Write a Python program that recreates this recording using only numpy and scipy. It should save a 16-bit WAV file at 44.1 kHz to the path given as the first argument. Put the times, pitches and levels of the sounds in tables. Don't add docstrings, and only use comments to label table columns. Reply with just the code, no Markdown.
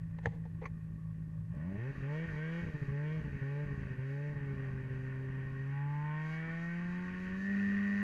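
import sys
import numpy as np
from scipy import signal
from scipy.fft import rfft, irfft, next_fast_len
from scipy.io import wavfile
from scipy.ndimage import uniform_filter1d, map_coordinates

SR = 44100
rng = np.random.default_rng(int(sys.argv[2]) if len(sys.argv) > 2 else 0)


def int16_out(signal):
    q = np.round(np.clip(np.atleast_2d(signal).T, -1, 1) * 32767)
    wavfile.write(sys.argv[1], SR, q.astype(np.int16))


def makeup_ratio(level_db):
    decades = np.asarray(level_db, float) / 20
    return 10 ** decades


N = 354108

# opens in seconds, shuts in seconds, firings a second [Hz] at opening,
# firings a second [Hz] at shutting, extra pipe loudness while open in dB.
BLIPS = [
    (1.499, 1.704, 52.92, 95.5, -7.5),
    (1.758, 1.894, 100.6, 140, 2.5),
    (2.029, 2.25, 133.8, 168, 3),
    (2.348, 2.611, 148.3, 172.6, 1.5),
    (2.887, 3.161, 136.1, 158.5, 0.5),
    (3.414, 3.627, 134, 147.6, 1),
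    (3.969, 4.28, 127.9, 147.5, -0.5),
]


def unit(x):
    return x / np.sqrt(np.mean(x ** 2) + 1e-20)


def ramp(x, start, span):
    return np.clip((x - start) / span, 0, 1)


def curves(rows):
    s, *cols = np.transpose(rows)
    return [np.interp(np.arange(N) / SR, s, c) for c in cols]


def wobble(rate):
    return map_coordinates(rng.standard_normal(int(N * rate / SR) + 4), [np.arange(N) * rate / SR])


def coloured(x, points, tilt_db=0, ringing=1, turn=0):
    n = x.shape[-1]
    m = 2 * next_fast_len(n // 2 + 4096)
    hz = np.fft.rfftfreq(8192, 1 / SR) + 1
    f, db = np.transpose(points)
    gain_db = np.interp(np.log(hz), np.log(f), db) + tilt_db * np.log2(hz / 1000)
    cep = irfft(np.log(makeup_ratio(gain_db) + 1e-6))
    cep[1:4096] *= 1 + ringing
    cep[4097:] *= 1 - ringing
    response = np.roll(irfft(np.exp(rfft(cep) - 1j * turn)), 2048)
    return irfft(rfft(x, m) * rfft(response, m), m)[..., 2048:n + 2048]


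def levelled(x, steady, db, free=0):
    power = np.abs(uniform_filter1d(steady ** 2, size=2600)) + 1e-14
    return makeup_ratio(db) * x / np.sqrt(power ** (1 - free) * np.median(power) ** free)


def pulses(at, sizes):
    taps = np.floor(at)[:, None] + np.arange(-7, 9)
    away = taps - at[:, None]
    shape = np.sinc(away) * np.cos(np.pi * away / 18) ** 2
    places = np.clip(taps, 0, None).astype(int)
    return np.bincount(places.ravel(), (sizes[:, None] * shape).ravel(), N + SR // 10)


def shimmer(x, depth_db):
    z = signal.stft(x, nperseg=1024)[2]
    field = uniform_filter1d(rng.standard_normal(z.shape), size=4, axis=0)
    field = uniform_filter1d(field, size=7, axis=1)
    gain_db = depth_db * unit(field) - .12 * depth_db ** 2
    return signal.istft(z * makeup_ratio(gain_db), nperseg=1024)[1][:N]


def throttle():
    # time in seconds, firings a second [Hz], throttle 0-1.
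    climb_rows = [
        (4.9, 130.6, 0),
        (5.61, 133.8, .1),
        (5.75, 139.6, 1),
        (6.64, 168.7, 1),
        (6.97, 178.6, .9),
        (7.29, 185.5, .68),
        (7.38, 191, .75),
        (7.48, 198, 1),
        (8.03, 201.9, 1),
    ]
    idle_hz, rise_s, sag_s, inertia_s = 54.7, .8, .27, .029
    t, (opens, shuts, low_hz, high_hz, bite_db) = np.arange(N) / SR, np.transpose(BLIPS)
    s = np.append(np.ravel([opens, shuts], "F"), climb_rows[0][0])
    hz = np.append(np.ravel([low_hz, high_hz], "F"), climb_rows[0][1])
    k = np.clip(np.searchsorted(s, t) - 1, 0, len(s) - 2)
    is_open = (k % 2 == 0) & (t > s[0])
    ease = np.where(is_open, rise_s, sag_s)
    done = np.expm1(-np.clip(t - s[k], 0, None) / ease) / np.expm1(-(s[k + 1] - s[k]) / ease)
    idle_extra_hz = (idle_hz - hz[0]) * np.clip(1 - t / s[0], 0, 1)
    blipped_hz = hz[k] + (hz[k + 1] - hz[k]) * done + idle_extra_hz
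    climb_hz, climb = curves(climb_rows)
    late = t > s[-1]
    firing_hz = np.where(late, climb_hz, blipped_hz)
    opening = np.where(late, climb, is_open)
    rows = [firing_hz, opening, is_open * bite_db[k // 2], late * climb]
    return uniform_filter1d(np.array(rows), int(inertia_s * SR), axis=1)


def combustion(firing_hz, opening, climbing):
    running = ramp(firing_hz, 55, 70)
    gain_hz_per_s = uniform_filter1d(np.gradient(firing_hz) * SR, SR // 20)
    shut_db = 1 + .008 * np.clip(-gain_hz_per_s, 0, 100) + .1 * (1 - running)
    scatter_db = shut_db + (.25 - shut_db) * opening * running
    top = ramp(firing_hz, 175, 6)
    imbalance_db = .4 - .25 * running + .85 * top * np.exp(-(gain_hz_per_s / 60) ** 2)
    pull = (.35 * opening + .3 * climbing) * ramp(firing_hz, 170, -14)
    honk_clean = .2 + running * (.1 + pull + .3 * top)
    pull = .33 * opening - .08 * climbing + .2 * climbing ** 6
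    pull *= ramp(firing_hz, 137 + 7 * climbing, 22 - 8 * climbing)
    pull *= 1 - .95 * climbing * ramp(firing_hz, 167, 8)
    rasp_clean = .05 + running * (.2 - .16 * top + pull)
    return scatter_db, imbalance_db, honk_clean, rasp_clean


def misfired(size_db, at):
    # start in seconds, length in seconds, level in dB.
    misfires = [(1.605, 0.005, 6), (1.701, 0.023, -1.5), (1.732, 0.014, -11.5), (1.766, 0.011, -9),
                (1.911, 0.068, -11), (1.986, 0.016, -14), (2.01, 0.013, -9), (2.261, 0.018, -4.6),
                (2.619, 0.006, -19.5), (2.638, 0.006, -26), (2.65, 0.014, -26), (2.686, 0.009, -7),
                (2.696, 0.039, -10.5), (2.766, 0.051, -9.5), (2.836, 0.046, -10), (2.91, 0.009, -7.5),
                (3.202, 0.006, -9), (3.219, 0.025, -15), (3.251, 0.005, -1.5), (3.268, 0.008, -12),
                (3.282, 0.043, -14.5), (3.333, 0.007, -10), (3.356, 0.007, -9), (3.372, 0.044, -10),
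                (3.648, 0.014, -15), (3.671, 0.011, -5.5), (3.691, 0.015, -3), (3.735, 0.004, -8),
                (3.745, 0.029, -6), (3.781, 0.006, -4), (3.797, 0.013, -11), (3.82, 0.006, -5),
                (3.836, 0.016, -9), (3.858, 0.006, -7), (3.871, 0.03, -4), (3.931, 0.049, -9),
                (4.331, 0.031, -4.5), (4.394, 0.013, -5.5), (4.452, 0.012, -2), (4.53, 0.009, -6.5),
                (4.55, 0.013, -4), (4.567, 0.008, -5), (4.618, 0.006, -2.5), (4.632, 0.011, -1.5),
                (4.683, 0.012, 0), (4.701, 0.008, -6.5), (4.742, 0.006, -11), (4.764, 0.006, -1),
                (4.805, 0.005, 7), (4.818, 0.012, -8.5), (4.842, 0.006, -1.5), (4.881, 0.021, -4.5),
                (4.94, 0.007, -12), (5.025, 0.005, -3.5), (5.064, 0.005, 1.5), (5.134, 0.009, 7),
                (5.33, 0.007, -0.5), (5.459, 0.006, -3.5), (5.517, 0.005, -6), (5.579, 0.012, -1.5)]
    # start in seconds, length in seconds, level in dB.
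    stutters = [
        (2.285, .006, -7),
        (2.307, .006, -7.5),
        (2.327, .006, -18),
        (2.35, .006, -11.5),
    ]
    recharge_db = [1, 3, 0.3]
    lead_s, depth = .0005, 1.53
    size_db, free, order = size_db.copy(), 0, np.arange(len(at))
    for s, length, db in sorted(list(misfires) + list(stutters)):
        start, end = np.interp(np.array([s, s + length]) * SR - lead_s * SR, at, order)
        lost = max(round(end - start), 1)
        first = max(round((start + end - lost + 1) / 2), free)
        stop = first + lost
        size_db[first:stop] = depth * min(db, 0) + 0.66 * size_db[first:stop]
        after = len(recharge_db) if lost > 2 else 1
        size_db[stop:stop + after] = np.array(recharge_db[:after]) * min(lost / 4, 1)
        free = stop + 1
    return size_db


def firings():
    # time in seconds, loudness of a full firing in dB, effort (level of the rasp) in dB.
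    load = [(0, -45.5, -70.5), (1.45, -46, -73.5), (1.6, -40, -63), (1.9, -41.5, -53.5), (2.1, -40, -52.5),
            (2.3, -41.5, -50), (2.6, -41.5, -51), (2.85, -39, -53.5), (3.4, -40, -54), (3.9, -41, -54.5),
            (5.5, -42.5, -56.5), (5.86, -38.5, -54.5), (6.5, -43, -47), (6.89, -40, -51),
            (7.02, -42, -51.5), (7.16, -44.5, -51.5), (7.3, -41, -50), (7.42, -41, -50), (7.54, -35.5, -50),
            (8.03, -36.5, -47.5)]
    firing_hz, opening, bite_db, climbing = throttle()
    thump_db, rasp_db = curves(load)
    scatter_db, imbalance_db, honk_clean, rasp_clean = combustion(firing_hz, opening, climbing)
    turns = np.cumsum(firing_hz) / SR
    even = np.interp(np.arange(1, int(turns[-1])), turns, np.arange(N))
    even = np.append(even, even[-1] + SR / firing_hz[-1] * np.arange(1, 9))
    here = np.minimum(even.astype(int), N - 1)
    luck = rng.standard_normal((4000, 3))[:len(even)]
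    size_db = misfired(scatter_db[here] * np.clip(luck[:, 0], -2, 1.6), even)
    cylinder_db = imbalance_db[here] * (-1) ** np.arange(len(even))
    at = even + 0.0072 * luck[:, 1] * scatter_db[here] * SR / firing_hz[here]
    return dict(
        firing_hz=firing_hz, opening=opening, bite_db=bite_db, climbing=climbing, thump_db=thump_db,
        rasp_db=rasp_db, scatter_db=scatter_db, imbalance_db=imbalance_db, honk_clean=honk_clean,
        rasp_clean=rasp_clean, turns=turns, even=even, here=here, luck=luck, size_db=size_db,
        cylinder_db=cylinder_db, at=at,
        flow=ramp(firing_hz, 60, 35),
        flat_out=ramp(firing_hz, 188, 9))


def struck(run, points, depth, uneven, db, smear=None, ringing=1, free=0, turn=0, echo=0):
    pump_db = -11.5
    at, here = run["at"], run["here"]
    size_db, cylinder_db = depth * run["size_db"], uneven * run["cylinder_db"]
    real = pulses(at, makeup_ratio(np.maximum(size_db, pump_db) + cylinder_db))
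    steady = pulses(at, np.ones(len(at)))
    if echo:
        late = at + SR / run["firing_hz"][here] / 10
        share = echo * (1 - run["climbing"][here])
        real = real + pulses(late, share * makeup_ratio(size_db + cylinder_db))
        steady = steady + pulses(late, share)
    trains = np.array([real, steady])
    if smear is not None:
        trains = signal.oaconvolve(trains, smear[None], axes=1)
    real, steady = coloured(trains, points, ringing=ringing, turn=turn)[:, :N]
    return levelled(real, steady, db, free)


def gas(run, points, db, beat=1):
    gate = 1 + .15 * np.cos(2 * np.pi * run["turns"])
    gate += .5 * np.cos(np.pi * run["turns"]) * run["imbalance_db"] * beat
    noise = gate * makeup_ratio(1.4 * wobble(14)) * rng.standard_normal(N)
    return makeup_ratio(db) * unit(coloured(noise, points))


def mixed(run, struck_points, gas_points, clean, depth, uneven, db, free=0, echo=0):
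    share = np.clip(clean, .01, .99)
    ring = struck(run, struck_points, depth, uneven, db, free=free, echo=echo)
    return np.sqrt(share) * ring + np.sqrt(1 - share) * gas(run, gas_points, db)


def thump(run):
    # Hz, dB.
    tickover = [(15, -56), (30, -9.5), (53, -2), (80, -45), (106, 1), (135, -17), (160, 7.5), (185, -3.5),
                (197, -25), (213, -19), (240, -32), (268, -23.5), (320, -44), (500, -58), (2000, -120)]
    # Hz, dB.
    lope = [(20, -42), (60, -23.5), (90, -2.5), (112, -1.5), (135, -7), (200, -31), (400, -60),
            (2000, -120)]
    # Hz, dB.
    muffler = [(15, -23.5), (35, -4.5), (70, -1), (140, -3.5), (200, -3), (260, -24), (330, -27.5),
               (600, -71), (2000, -120)]
    # Hz, dB.
    pickup = [(50, -11), (100, -5), (160, -1), (260, 10), (400, 6)]
    swing_rad = 1.2
    db, flow = run["thump_db"] + 3.0, run["flow"]
    out = (1 - flow) * struck(run, tickover, 3.0, 0.38, db, ringing=-0.0025, turn=swing_rad)
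    out += (1 - flow) * gas(run, lope, -50.5 + 3 * wobble(4.1))
    out += flow * struck(run, muffler, 1.28, 0.81, db, ringing=0.099, turn=swing_rad)
    out += flow * ramp(run["firing_hz"], 108, -14) * (coloured(out, pickup, ringing=0) - out)
    return out


def bark(run):
    # Hz, dB.
    pipe = [(140, -18.5), (240, -5.5), (270, -5.5), (310, -13.5), (360, -7.5), (403, -3.5), (527, -9.5),
            (583, -3), (720, -25), (800, -23), (940, -47), (1580, -120)]
    # Hz, dB.
    buried = [(100, 7.5), (300, 4), (350, 0.5), (440, -4), (580, -9), (720, 3), (3000, 10)]
    # Hz, dB.
    choked = [(100, 4), (450, -1.5), (560, -4.5), (660, -0.5), (3000, -12)]
    hz, opening, climbing = run["firing_hz"], run["opening"], run["climbing"]
    db = -49.5 + run["bite_db"] - 24 * ramp(hz, 62, -8)
    db -= 4.5 * opening * ramp(hz, 100, -30)
    db += (-5 + 1 * (run["rasp_db"] + 52.0)) * climbing
    clean = .97 - 0.045 * run["scatter_db"] - 0.25 * run["flat_out"] - .3 * ramp(hz, 58, -4)
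    out = shimmer(mixed(run, pipe, pipe, clean, 0.38, 4.1, db, echo=.85), 1.3)
    snow = climbing * (coloured(out, buried) - out)
    shut = (1 - opening) * run["flow"] * (coloured(out, choked) - out)
    return out + snow + shut


def honk(run):
    # Hz, dB.
    honk_points = [(420, -40), (760, -39), (805, -21.5), (840, -3), (890, 1), (960, -15), (1060, -5),
                   (1320, -23.5), (1720, -60.5), (2900, -120)]
    # Hz, dB.
    hum = [(420, -46.5), (720, -18.5), (828, -15), (1040, -14.5), (1100, -4), (1250, -14.5), (1320, -29),
           (1720, -42), (2900, -120)]
    # Hz, dB.
    wound_up = [(600, -3.5), (850, -5), (1000, -3.5), (1110, 3.5), (1300, -1.5)]
    blips_db = [2, -2, 0.5, -1, -1, 0, -4.5]
    hz, opening, climbing = run["firing_hz"], run["opening"], run["climbing"]
    db = -56.5 + 0.68 * np.minimum(run["rasp_db"] + 44.5, 0) + 2 * opening
    db += 5.5 * climbing * np.clip((163 - hz) / 9, -.3, 1)
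    by_blip_db = np.interp(np.arange(N) / SR, [blip[0] for blip in BLIPS], blips_db)
    db += (opening - climbing) * by_blip_db + 1 * run["flat_out"]
    out = shimmer(mixed(run, honk_points, hum, run["honk_clean"], 0.69, 0.69, db, free=1.0), 1.6)
    return out + climbing * ramp(hz, 161, 6) * (coloured(out, wound_up) - out)


def rasp(run):
    # Hz, dB.
    ring_points = [(780, -60), (1320, -10), (1470, -4), (1600, 0.5), (1720, -12), (1860, 6.5), (2020, -11),
                   (2220, -2), (2350, -11), (2800, -21), (3100, -22), (3500, -39.5), (4200, -53.5),
                   (7000, -120)]
    # Hz, dB.
    rasp_points = [(780, -32.5), (1320, -18.5), (1460, -5), (1700, -7), (1750, -2), (1850, 4), (1950, -7),
                   (2000, -8), (2120, -16), (2530, -11), (3140, -24), (3520, -32), (4580, -71.5),
                   (7740, -120)]
    # multiple of firing rate, dB.
    peal_rows = [(8, -18), (8.5, -23), (9, 3), (9.5, 3.5), (10, -8.5), (10.5, -12.5)]
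    rasp_db, clean, flat_out = run["rasp_db"], run["rasp_clean"], run["flat_out"]
    tail = np.arange(SR // 25) / SR
    cowl = rng.standard_normal(len(tail)) * makeup_ratio(-60 * tail / 0.037)
    cowl = irfft(np.exp(1j * np.angle(rfft(cowl))))
    ring = shimmer(struck(run, ring_points, 0.93, 5.7, rasp_db, cowl, free=0.71), 2.7)
    ring *= 1 - 0.8 * flat_out
    peal = np.zeros(N)
    for multiple, db in peal_rows:
        phase = 2 * np.pi * multiple * run["turns"] + 0.74 * wobble(35)
        peal += makeup_ratio(db + 1.5 * wobble(30)) * np.sin(phase)
    out = np.sqrt(clean) * ring + np.sqrt(1 - clean) * gas(run, rasp_points, rasp_db)
    return out + flat_out * makeup_ratio(-49) * peal


def hiss(run):
    # Hz, dB.
    fizz = [(2500, -40), (3450, -19.5), (3790, 0.5), (4100, -7.5), (4550, -1.5), (5200, -9), (6300, -6.5),
            (7500, -15.5), (9000, -29.5), (10500, -19), (12600, -23.5), (12900, -62)]
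    # middle in seconds, width in seconds, lift in dB.
    sprays = [
        (2.17, 0.057, 1),
        (3.11, 0.066, 5),
        (4.24, 0.07, 3),
        (6.31, 0.13, 7),
        (6.65, 0.054, 3.5),
        (7.24, 0.046, 0),
    ]
    pulling = np.clip(3 * run["climbing"], 0, 1)
    climb_db = -81.5 + 0.1931 * (run["firing_hz"] - 140)
    blip_db = -82.5 + 1.3 * (run["rasp_db"] + 56.5)
    db = pulling * climb_db + (1 - pulling) * blip_db
    for s, spread_s, lift_db in sprays:
        db += lift_db * np.exp(-((np.arange(N) / SR - s) / spread_s) ** 2)
    return gas(run, fizz, db, beat=0.19)


def flare(run):
    # Hz, dB.
    flare_points = [(1200, -81.5), (2000, -0.5), (2250, 10), (2500, -8), (2800, 4), (3200, 1),
                    (3700, -20.5), (4600, -26), (6500, -34.5), (9000, -53)]
    hz, luck = run["firing_hz"], run["luck"]
    pulling = np.clip(3 * run["climbing"], 0, 1)
    peaking = 1 - pulling + pulling * 0.76 * ramp(hz, 170, -8)
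    peaking *= (0.32 + 0.3 * run["opening"]) * ramp(hz, 148.5, 3.6)
    buzz = pulses(run["even"] + .3 * luck[:, 1], makeup_ratio(.3 * run["size_db"] + .9 * luck[:, 0]))
    return makeup_ratio(-59) * peaking * shimmer(unit(coloured(buzz, flare_points)[:N]), 1.5)


def engine(run):
    return thump(run) - bark(run) + honk(run) + rasp(run) + hiss(run) + flare(run)


def rumble(run):
    # Hz, dB.
    rumble_points = [(10, -45), (25, -15.5), (45, -16.5), (80, -14), (200, -16), (400, -33.5), (1500, -120)]
    hz = run["firing_hz"]
    db = -56 + 5.4 * (run["scatter_db"] - 1) + 0.0164 * np.clip(hz - 135, 0, 99)
    db += 23.5 * run["climbing"] * (1 - run["opening"]) * ramp(hz, 165, 9)
    lumps_db = 5.1 * np.tanh(wobble(17))
    return makeup_ratio(db + lumps_db) * unit(coloured(rng.standard_normal(N), rumble_points))


def electronics():
    # Hz, dB.
    floor_points = [(100, 10.5), (1000, 2), (4000, -5), (8000, -7), (12600, -8.5), (12800, -20.5),
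                    (15400, -15), (15600, -63.5)]
    # Hz, peak level in dB, flicker in dB.
    whines = [(8448, -96, 2), (11294, -103, 7), (12672, -101, 2)]
    t = np.arange(N) / SR
    out = makeup_ratio(-79.0) * unit(coloured(rng.standard_normal(N), floor_points))
    for hz, db, flicker_db in whines:
        tone = np.sin(2 * np.pi * hz * t + .6 * wobble(20))
        out += makeup_ratio(db + flicker_db * np.tanh(3 * wobble(16))) * tone
    return out


def touches(rows, colour, grain_db):
    out, t = np.zeros(N), np.arange(SR // 5) / SR
    for s, db, rise_s, t60_s, tilt_db in rows:
        grains = np.repeat(rng.standard_normal(len(t) // 40 + 1), 40)[:len(t)]
        noise = makeup_ratio(grain_db * grains) * rng.standard_normal(len(t))
        burst = unit(coloured(noise, colour, tilt_db))
        out[round(s * SR):][:len(t)] += makeup_ratio(db - 60 * t / t60_s) * (1 - np.exp(-t / rise_s)) * burst
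    return out


def knocks():
    # start in seconds, level in dB, rise in seconds, time to fall 60 dB in seconds,
    # brightness in dB per octave.
    knock_rows = [
        (.185, -36.5, 0.00054, 0.029, 1),
        (0.226, -46.5, 0.02, 0.31, 4.5),
        (0.258, -20.5, 0.00032, 0.029, 1.5),
        (.268, -22, 0.001, 0.024, -2),
        (0.311, -49, 0.016, 0.24, 2.5),
        (0.342, -34, 0.0069, 0.11, -12),
        (.452, -41, 0.0015, 0.052, -0.5),
        (.612, -41, 0.007, 0.16, 1),
        (.64, -44, 0.0045, 0.093, -6),
    ]
    # Hz, dB.
    shell = [(100, -55), (330, -14.5), (465, 21.5), (620, -6), (830, 8.5), (1300, -18), (1900, -3),
             (2400, -19), (3500, -26), (4400, -32), (5300, -41), (6300, -36), (8000, -47), (13000, -81)]
    return touches(knock_rows, shell, 0)


def hard_knock():
    # Hz, dB, time to fall 60 dB in seconds.
    tones = [(477, -2, 0.046), (835, -19, 0.022), (1750, 11, 0.011), (2930, -21, 0.016), (3550, -19, .012),
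             (6420, -18, 0.0091)]
    # start in seconds, level in dB, Hz, time to fall 60 dB in seconds.
    thud = [
        (.2695, -19.5, 108, .065),
    ]
    out, t = np.zeros(N), np.arange(SR // 5) / SR
    ring = np.zeros(len(t))
    for hz, db, t60_s in tones:
        ring += makeup_ratio(db - 60 * t / np.clip(t60_s, .01, .06)) * np.sin(2 * np.pi * hz * t)
    out[round(.2575 * SR):][:len(t)] += makeup_ratio(-26.5) * ring * (1 - np.exp(-t / 0.00078))
    s, db, hz, t60_s = thud[0]
    push = np.sin(2 * np.pi * hz * t + .5) * (1 - np.exp(-t / .002))
    out[round(s * SR):][:len(t)] += makeup_ratio(db - 60 * t / t60_s) * push
    return out


def scrapes():
    # start in seconds, level in dB, rise in seconds, time to fall 60 dB in seconds,
    # brightness in dB per octave.
    scrape_rows = [
        (.616, -50, 0.0086, 0.061, -4),
        (.626, -45, 0.0039, 0.03, -2),
        (.638, -41.5, 0.005, 0.067, -4.5),
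        (.654, -34, 0.002, 0.05, -1.5),
        (.662, -43, 0.0023, 0.027, -2.5),
    ]
    # Hz, dB.
    rubbed = [(300, -22), (470, -10), (700, -18), (1100, -2), (1500, -16), (2150, 2), (2800, -22),
              (3800, -32), (4500, -25), (5300, -36), (5900, -32), (6300, -19), (6800, -34), (7400, -55)]
    return touches(scrape_rows, rubbed, 3.5)


def scene():
    run = firings()
    return (engine(run) + rumble(run) + electronics() + knocks() + hard_knock() + scrapes())[None]


def band_limit(x):
    return signal.sosfilt(signal.butter(12, 15400, fs=SR, output="sos"), x)


def record(dry):
    return band_limit(dry)


dry = scene()
out = record(dry)
int16_out(out)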